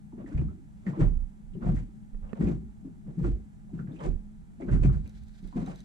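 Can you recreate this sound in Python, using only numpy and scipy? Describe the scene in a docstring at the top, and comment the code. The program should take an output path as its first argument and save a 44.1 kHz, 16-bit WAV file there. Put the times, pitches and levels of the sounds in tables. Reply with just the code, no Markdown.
"""On a lake, aboard a boat with a thin metal hull, heard through a stereo pair of microphones.
Small waves slap the side, about one every three quarters of a second. Each slap drums the panels,
flexes the whole hull into a deep boom and throws a dull, gurgling splash. Between slaps the hull
hums softly over far ripples. Gear knocks twice on deck; a fishing reel rasps and ticks near the end."""
import sys
import numpy as np
from scipy import signal
from scipy.fft import rfft, irfft
from scipy.io import wavfile
from scipy.ndimage import uniform_filter1d

SR = 44100
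rng = np.random.default_rng(int(sys.argv[2]) if len(sys.argv) > 2 else 0)


def bounce(signal):
    """Save signal as a 16-bit WAV file at the path given by the first command-line argument."""
    frames = np.transpose(np.atleast_2d(signal))
    limited = np.clip(frames, -1, 1)
    pcm = np.round(limited * 32767).astype(np.int16)
    wavfile.write(sys.argv[1], SR, pcm)


N = 257579

# Crests striking a panel. Each row: start in seconds, relative panel level in dB, pitch in Hz,
# relative cavity level in dB.
CREST_STRIKES = [(0.131, -36, 239.5, -51), (0.176, -35.5, 226.3, -42.5), (0.241, -34.5, 290, -45),
                 (0.316, -33.5, 295.5, -50.5), (0.346, -19, 134, -66), (0.394, -24, 145, -41),
                 (0.866, -23, 208.2, -47.5), (0.891, -29.5, 159.3, -41.5), (0.941, -37.5, 203, -43),
                 (0.971, -29, 326.4, -34.5), (0.992, -26, 295, -46), (1.014, -14, 127.3, -35),
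                 (1.035, -26.5, 152.7, -37), (1.548, -37, 177.4, -56), (1.629, -30, 188, -39.5),
                 (1.659, -28, 177.7, -39.5), (1.688, -15.5, 161.8, -45), (1.799, -28, 116.5, -69),
                 (2.409, -17, 187.7, -24.5), (2.446, -25.5, 296, -50), (2.473, -16, 185.5, -29.5),
                 (2.847, -32.5, 272, -45), (3.079, -32, 160.6, -39), (3.177, -24, 190, -46),
                 (3.214, -20.5, 148.7, -38), (3.245, -25.5, 366.6, -34.5), (3.311, -30.5, 110, -35.5),
                 (3.736, -29.5, 178, -69), (3.795, -27.5, 140.7, -54), (3.844, -30.5, 177, -53),
                 (3.881, -27, 173, -42.5), (3.932, -41, 305, -47), (4.04, -33.5, 146.2, -26),
                 (4.6, -38, 182.3, -37), (4.626, -30, 265, -35.5), (4.681, -30.5, 229, -34.5),
                 (4.73, -20, 109, -44.5), (4.849, -11, 144, -44), (4.875, -20, 131.3, -49),
                 (5.428, -34.5, 202, -61.5), (5.556, -22, 226.5, -35), (5.623, -29, 275.3, -43),
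                 (5.677, -40, 182.6, -46.5)]
# Water surging against the side. Each row: crest start and length in seconds, then relative levels
# of drumming, wash and spray in dB.
SURGES = [(0.189, 0.026, -41, -57, -87), (0.279, 0.062, -48, -60, -72), (0.376, 0.036, -27, -54, -70),
          (0.48, 0.01954, -38.5, -64.5, -79), (0.874, .025, -33, -49.5, -65.5),
          (0.94, 0.045, -41.5, -53, -77.5), (1.005, 0.021, -23, -39, -60), (1.555, .01, -38.5, -73, -90.5),
          (1.626, .03, -32, -51.5, -73.5), (1.664, 0.04008, -25.5, -47.5, -67),
          (1.75, .04, -36.5, -57, -64.5), (2.231, .12, -56.5, -62, -86.5), (2.354, 0.035, -54, -55.5, -77),
          (2.411, 0.043, -24.5, -47.5, -64), (2.472, 0.048, -25, -51.5, -65.5),
          (2.857, 0.0087, -39.5, -67, -87), (3.076, 0.016, -40.5, -60, -96),
          (3.189, 0.015, -30, -59.5, -70.5), (3.245, 0.01502, -30, -46, -60.5),
          (3.742, 0.0594, -36, -63, -75.5), (3.874, 0.061, -40, -63, -84.5),
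          (3.941, .03, -47.5, -64.5, -73), (4.005, .03, -48.5, -48, -69), (4.037, 0.02048, -28, -43, -60),
          (4.611, 0.026, -39, -57, -71.5), (4.684, 0.023, -34, -50, -71), (4.719, 0.031, -23.5, -49.5, -61),
          (4.836, 0.022, -21.5, -45.5, -59), (4.926, .03, -33.5, -57, -68),
          (5.044, 0.0316, -49.5, -66.5, -77), (5.446, 0.018, -45.5, -67.5, -80),
          (5.566, .06, -32.5, -48.5, -67.5), (5.668, 0.043, -38.5, -49.5, -65)]
# How each layer follows a surge. Each reads: crest rise and fall in dB/s, skirt level against the
# crest in dB, skirt rise and fall in dB/s.
DRUM_SHAPE = (600, 149.5, -34, 90, 60)
WASH_SHAPE = (898.5, 258, -24.5, 66, 61.5)
SPRAY_SHAPE = (593.5, 220, -11, 108.5, 89)
# Waves flexing the whole hull. Each row: start, rise and hold in seconds, level in dB, first and
# last pitch in Hz, left over right in dB.
HULL_FLEXES = [(0.34, 0.011, 0.13, -27.5, 56.64, 71.14, -1), (0.971, 0.066, 0.171, -22, 44.07, 27.92, -9),
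               (1.404, 0.068, 0.065, -44, 30.22, 32.7, -17), (1.619, 0.054, 0.098, -23.5, 46.97, 46.74, -2),
               (2.102, 0.045, .12, -36.5, 27.04, 25.09, -8), (2.385, 0.062, .14, -31.5, 61.52, 56.9, -3),
               (2.585, .04, 0.053, -40.5, 45.8, 59.72, -3.5),
               (3.005, 0.046, 0.027, -51.5, 40.22, 39.74, -15), (3.18, 0.089, 0.059, -25, 52.18, 47.66, -4),
               (3.673, 0.042, 0.14, -47, 40.37, 49.7, -1), (4.028, 0.059, 0.066, -29, 51.7, 33.78, -16),
               (4.217, 0.025, 0.0519, -46, 30.08, 27.9, -6), (4.661, 0.089, 0.059, -18.5, 52, 48.9, -10.5),
               (4.818, 0.03, 0.12, -18.5, 49.99, 53.8, -4.5), (5.1, 0.057, 0.15, -45, 51.65, 45.74, -4),
               (5.389, 0.057, 0.015, -43.5, 39.18, 34.78, -22),
               (5.521, 0.048, .1, -46.5, 45.4, 50.6, -19.5)]
# Air pockets popping in the splash. Each row: start in seconds, relative level in dB, pitch in Hz.
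AIR_POCKETS = [(0.123, -56, 855), (0.2, -50.5, 597), (0.261, -55, 1827), (0.317, -57.5, 1485),
               (0.348, -60, 2000), (0.375, -51.5, 2433), (0.484, -59, 1306), (0.865, -44, 1840),
               (0.932, -46.5, 990), (0.993, -34.5, 460), (1.011, -51.5, 2190), (1.535, -68, 2890),
               (1.553, -40, 390), (1.623, -47.5, 1402), (1.665, -35.5, 705), (1.765, -52, 1910),
               (2.412, -52.5, 1920), (2.29, -67, 2700), (2.469, -53, 2420), (3.075, -55.5, 488),
               (3.2, -44.5, 448), (3.24, -47, 1374), (3.692, -58, 715), (3.79, -49, 1403),
               (3.871, -58.5, 1672), (3.918, -70, 3660), (3.961, -62, 2600), (3.989, -61, 3146),
               (4.009, -45, 1037), (4.04, -40, 761), (4.6, -47, 671), (4.618, -54.5, 2203),
               (4.685, -45.5, 1489), (4.725, -49, 1879), (4.761, -51.5, 1474), (4.834, -47.5, 2367),
               (4.892, -46.5, 1297), (4.939, -54.5, 1460), (5.057, -63.5, 2418), (5.526, -51, 1005),
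               (5.567, -41.5, 703), (5.603, -54, 1022), (5.676, -45, 765)]
# Gear hitting the deck. Each row: start in seconds, peak in dB, left over right in dB.
GEAR_KNOCKS = [(2.145, -46, -5), (2.331, -28.5, -15.5)]
# The reel's pawl dropping. Each row: start in seconds, relative level in dB, ring over snap in dB.
REEL_TICKS = [(5.0767, -57, -6), (5.0949, -58, -5), (5.1782, -68, -3.5), (5.2369, -63, -17),
              (5.284, -63, -7), (5.4263, -65, -10), (5.475, -57, -10), (5.6055, -65, -4.5),
              (5.663, -56.5, 5), (5.73, -65, -3), (5.759, -58.5, 5.5), (5.8046, -57, 3.5)]
# The hiss of the turning reel. Each row: time in seconds, level in dB.
REEL_HISS_LEVELS = [(4.95, -80.5), (5.1, -73.5), (5.7, -70), (5.84, -69.5)]

# Modes of the struck deck and pawl. Each row: frequency in Hz, relative level in dB, T60 in seconds.
DECK_MODES = [(210, -2.5, 0.046), (405, -2, 0.018), (1202, 0.5, 0.004), (1790, -18.5, 0.017),
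              (2570, -23, 0.012), (4280, -36, .012), (7300, -36, 0.0096)]
PAWL_MODES = [(3877, 2, 0.024), (6230, 3, 0.015), (7700, -13, .012)]

# Colours of the noises. Each row: frequency in Hz, relative spectral density in dB.
CAVITY_SPECTRUM = [(250, -53), (340, 7), (500, -11), (750, -17), (1000, -39)]  # the hollow under the deck
DRUM_SPECTRUM = [(70, -29), (110, -15), (190, 1.5), (260, -3), (400, -9), (550, -50.5)]
WASH_SPECTRUM = [(330, -38.5), (450, -2), (700, -4.5), (1000, -10), (1700, -19.5), (2500, -27), (3600, -37),
                 (5000, -50)]
SPRAY_SPECTRUM = [(2500, 0), (3500, -8.5), (5200, -11.5), (7600, -7.5), (9500, -16.5), (11000, -22),
                  (13000, -51.5)]
REEL_SPECTRUM = [(900, -27.5), (1500, 1.5), (2800, -7.5), (4000, -2), (5200, -8.5), (7600, -11),
                 (11000, -21.5), (15600, -29)]
MURMUR_SPECTRUM = [(12, -56), (20, -4), (53, -4), (104, -0.5), (208, 2), (232, -7.5), (267, -15),
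                   (521, -31), (837, -21.5), (1050, -33.5), (1340, -32), (4840, -47.5), (7770, -41.5),
                   (12500, -51.5), (15600, -69)]  # hull hum and far ripples

# What the two microphones share. Each row: frequency in Hz, coherence from 0 to 1.
MIC_COHERENCE = [(30, 0.98), (150, 0.33), (500, 1), (2000, 0.44), (5000, 0.48), (10000, 0.14)]
# Phase between the microphones. Each row: frequency in Hz, left minus right in radians.
MIC_PHASE = [(100, 2.5), (400, -1.15), (860, -2.5), (2240, -2), (4300, -6.5), (9000, -8.5)]
# Balance of the microphones. Each row: frequency in Hz, left over right in dB.
MIC_BALANCE = [(40, -16.5), (130, 2.5), (290, 6.5), (640, -1), (1200, -3.5), (2400, -2), (6000, 0)]


def panel_thuds():
    """Each crest rings a hull panel, whose pitch sags, and the cavity behind it."""
    out, t = np.zeros((2, N)), np.arange(SR // 4) / SR
    hollow = noise(CAVITY_SPECTRUM)
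    for start, panel_db, hz, cavity_db in CREST_STRIKES:
        tone = wavering(hz * np.exp(-1.5 * t), wobble=0.1, width_s=0.0051)
        panel = tone * rise_and_decay(t, rise_s=0.0022, t60_s=0.24)
        offset = rng.integers(N - len(t))
        cavity = hollow[:, offset:offset + len(t)] * rise_and_decay(t, rise_s=0.004, t60_s=0.28)
        add(out, start, amp(panel_db - 7) * panel + amp(cavity_db - 8) * cavity)
    return out


def surging_water():
    """Panels drum under the wave, lower when loaded hard, while wash and spray come in lumps."""
    starts, lengths, drum_peaks, wash_peaks, spray_peaks = np.transpose(SURGES)
    drum_db = surge_level(starts, lengths, drum_peaks, DRUM_SHAPE)
    wash_db = surge_level(starts, lengths, wash_peaks, WASH_SHAPE)
    spray_db = surge_level(starts, 0.89 * lengths, spray_peaks, SPRAY_SHAPE)
    loaded_hz = 205 * np.exp(-0.011 * (drum_db + 55))
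    panel = wavering(loaded_hz, wobble=0.2, width_s=0.01202) + amp(-4.5) * noise(DRUM_SPECTRUM)
    drum = amp(drum_db - 5 + 2.2 * drift(0.014)) * panel
    wash = amp(wash_db + 2 + 1.7 * drift(0.01)) * noise(WASH_SPECTRUM)
    spray = amp(spray_db + 4.84 + 1.7 * drift(0.0057)) * noise(SPRAY_SPECTRUM)
    return drum + wash + spray


def hull_boom():
    """The hull flexes in two modes; each wave pushes it, holds it and lets go, bending its pitch."""
    rest_db, rise_db, sag_db_per_s, release_db_per_s = -59, 32.5, 57, 194
    t, level = np.arange(N) / SR, amp(rest_db)
    for start, rise, hold, db, *_ in HULL_FLEXES:
        top, end = start + rise, start + rise + hold
        climb_db = rise_db * np.maximum(top - t, 0) / rise
        fall_db = sag_db_per_s * np.clip(t - top, 0, hold) + release_db_per_s * np.maximum(t - end, 0)
        level = np.maximum(level, amp(db - climb_db - fall_db))
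    starts, rises, holds, _, first_hz, last_hz, sides_db = np.transpose(HULL_FLEXES)
    ends = np.minimum(starts + rises + holds, np.append(starts[1:], N / SR))  # cut by the next wave
    hz = np.interp(t, np.ravel([starts, ends], "F"), np.ravel([first_hz, last_hz], "F"))
    pan_db = np.interp(t, starts + rises, sides_db)
    low_mode = wavering(hz, wobble=0.1218, width_s=0.023)
    late_left = np.roll(low_mode, round(0.0032 * SR))  # the left microphone gets it a little later
    high_mode = amp(-8.5) * wavering(1.9 * hz, wobble=0.25, width_s=0.02707)
    modes = panned(np.array([late_left, low_mode]), pan_db) + high_mode
    return level * amp(3.27 * drift(0.011)) * modes


def splash_plops():
    """Air pockets pop in clusters: a rough tone on each side, with a puff of noise near their pitch."""
    out, t = np.zeros((2, N)), np.arange(SR // 5) / SR
    envelope = rise_and_decay(t, rise_s=0.00097, t60_s=0.15)
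    for start, db, hz in AIR_POCKETS:
        left = wavering(hz * np.exp(0.2 * t), wobble=0.021, width_s=0.0041)
        right = wavering(np.full(len(t), hz), wobble=0.08, width_s=0.0018)
        puff = amp(-4.5) * band_noise(hz / 1.52, hz * 1.134, len(t))
        add(out, start, amp(db - 2) * (np.array([left, right]) + puff) * envelope)
    return out


def gear_knocks():
    """Gear knocks dryly on the deck, off to the right."""
    out, knock = np.zeros((2, N)), ring(DECK_MODES, rise_s=0.0015)
    for start, db, pan_db in GEAR_KNOCKS:
        add(out, start, panned(amp(db) * knock, pan_db))
    return out


def reel_ticks():
    """The pawl snaps onto a tooth; a few of the last ticks ring briefly."""
    out, t = np.zeros((2, N)), np.arange(SR // 10) / SR
    pawl, snap_t60_s = ring(PAWL_MODES, rise_s=0.00034), 0.0072
    for start, db, ring_db in REEL_TICKS:
        snap = band_noise(3500, 11000, len(t)) * amp(-60 * t / snap_t60_s)
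        add(out, start, amp(db + 2.5) * (snap + amp(ring_db) * pawl))
    return out


def reel_hiss():
    """The turning reel lays a thin, lumpy hiss under the ticks."""
    db = np.interp(np.arange(N) / SR, *np.transpose(REEL_HISS_LEVELS), left=-200)
    return amp(db + 3 * drift(0.015)) * noise(REEL_SPECTRUM)


def hull_hum():
    """One panel sings a near steady note; the hull's murmur swells while the far ripples hold level."""
    note = amp(-57.5 + 2.4 * drift(0.11)) * wavering(np.full(N, 212), wobble=0.0152, width_s=0.04)
    murmur = amp(-50.5) * noise(MURMUR_SPECTRUM)
    hull = signal.sosfiltfilt(signal.butter(2, 600, fs=SR, output="sos"), murmur)
    ripples = murmur - hull
    return note + amp(1.66 * drift(0.24)) * hull + ripples


def microphone_pair(sound):
    """The right microphone hears part of the left's sound, shifted in phase, plus a part of its own."""
    hz = np.fft.rfftfreq(N, 1 / SR)
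    left, own = rfft(sound)
    shared, phase = curve_at(MIC_COHERENCE, hz), curve_at(MIC_PHASE, hz)
    right = shared * left * np.exp(-1j * phase) + np.sqrt(1 - shared ** 2) * own
    tilt = amp(curve_at(MIC_BALANCE, hz) / 2)
    return irfft([left * tilt, right / tilt], N)


def surge_level(starts, lengths, peaks_db, shape):
    """Level in dB: each surge is a crest on a slow skirt that builds before it and drains after."""
    rise, fall, skirt_db, skirt_rise, skirt_fall = shape
    grid = np.arange(0, N, 64)
    since = grid[:, None] / SR - starts
    before, after = np.maximum(-since, 0), np.maximum(since - lengths, 0)
    crest_drop = rise * before + fall * after
    skirt_drop = skirt_rise * before + skirt_fall * after - skirt_db
    loudest_db = (peaks_db - np.minimum(crest_drop, skirt_drop)).max(axis=1)
    return np.interp(np.arange(N), grid, loudest_db)


def rise_and_decay(t, rise_s, t60_s):
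    """A soft rise into an exponential decay, peak 1."""
    envelope = (1 - np.exp(-(t / rise_s) ** 2)) * amp(-60 * t / t60_s)
    return envelope / envelope.max()


def ring(modes, rise_s):
    """Decaying modes set off together, peak 1."""
    t = np.arange(SR // 10) / SR
    tones = sum(amp(db - 60 * t / t60) * np.sin(2 * np.pi * hz * t) for hz, db, t60 in modes)
    tones *= 1 - np.exp(-t / rise_s)
    return tones / np.abs(tones).max()


def wavering(hz, wobble, width_s):
    """A tone of rms 1 whose pitch strays about the curve hz."""
    pitch = hz * np.exp(wobble * drift(width_s, len(hz)))
    return np.sqrt(2) * np.sin(2 * np.pi * np.cumsum(pitch) / SR)


def drift(width_s, size=N):
    """A random wander of rms 1, smoothed over width_s."""
    span = round(width_s * SR)
    return unit_rms(uniform_filter1d(uniform_filter1d(rng.standard_normal(size), span), span))


def noise(spectrum):
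    """Two unrelated noises of one colour, falling away steeply above the last point."""
    hz = np.fft.rfftfreq(N, 1 / SR)
    rolloff = np.maximum(hz / spectrum[-1][0], 1) ** -6
    white = rfft(rng.standard_normal((2, N)))
    return unit_rms(irfft(white * amp(curve_at(spectrum, hz)) * rolloff, N))


def band_noise(low_hz, high_hz, size):
    """Two unrelated noises in one band, rms 1."""
    band = signal.butter(2, [low_hz, high_hz], "band", fs=SR, output="sos")
    return unit_rms(signal.sosfilt(band, rng.standard_normal((2, size))))


def curve_at(points, hz):
    """Interpolate along log frequency."""
    point_hz, values = np.transpose(points)
    return np.interp(np.log(hz + 1), np.log(point_hz + 1), values)


def amp(db):
    return 10 ** (np.asarray(db) / 20)


def unit_rms(x):
    return x / np.sqrt(np.mean(x ** 2) + 1e-20)


def panned(x, pan_db):
    return x * amp(np.array([[0.5], [-0.5]]) * pan_db)


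def add(mix, start_s, sound):
    part = mix[..., round(start_s * SR):][..., :sound.shape[-1]]
    part += sound[..., :part.shape[-1]]


def scene():
    """Boom and knocks carry their own panning; the rest is spread across the microphone pair."""
    placed = hull_boom() + gear_knocks()
    spread = hull_hum() + surging_water() + panel_thuds() + splash_plops() + reel_ticks() + reel_hiss()
    return placed + microphone_pair(spread)


def record(dry):
    """The recorder cuts off the highest treble."""
    cutoff_hz = 15750
    lowpass = signal.firwin(511, cutoff_hz, window=("kaiser", 9), fs=SR)
    return signal.oaconvolve(dry, lowpass[None], "same")


dry = scene()
out = record(dry)
bounce(out)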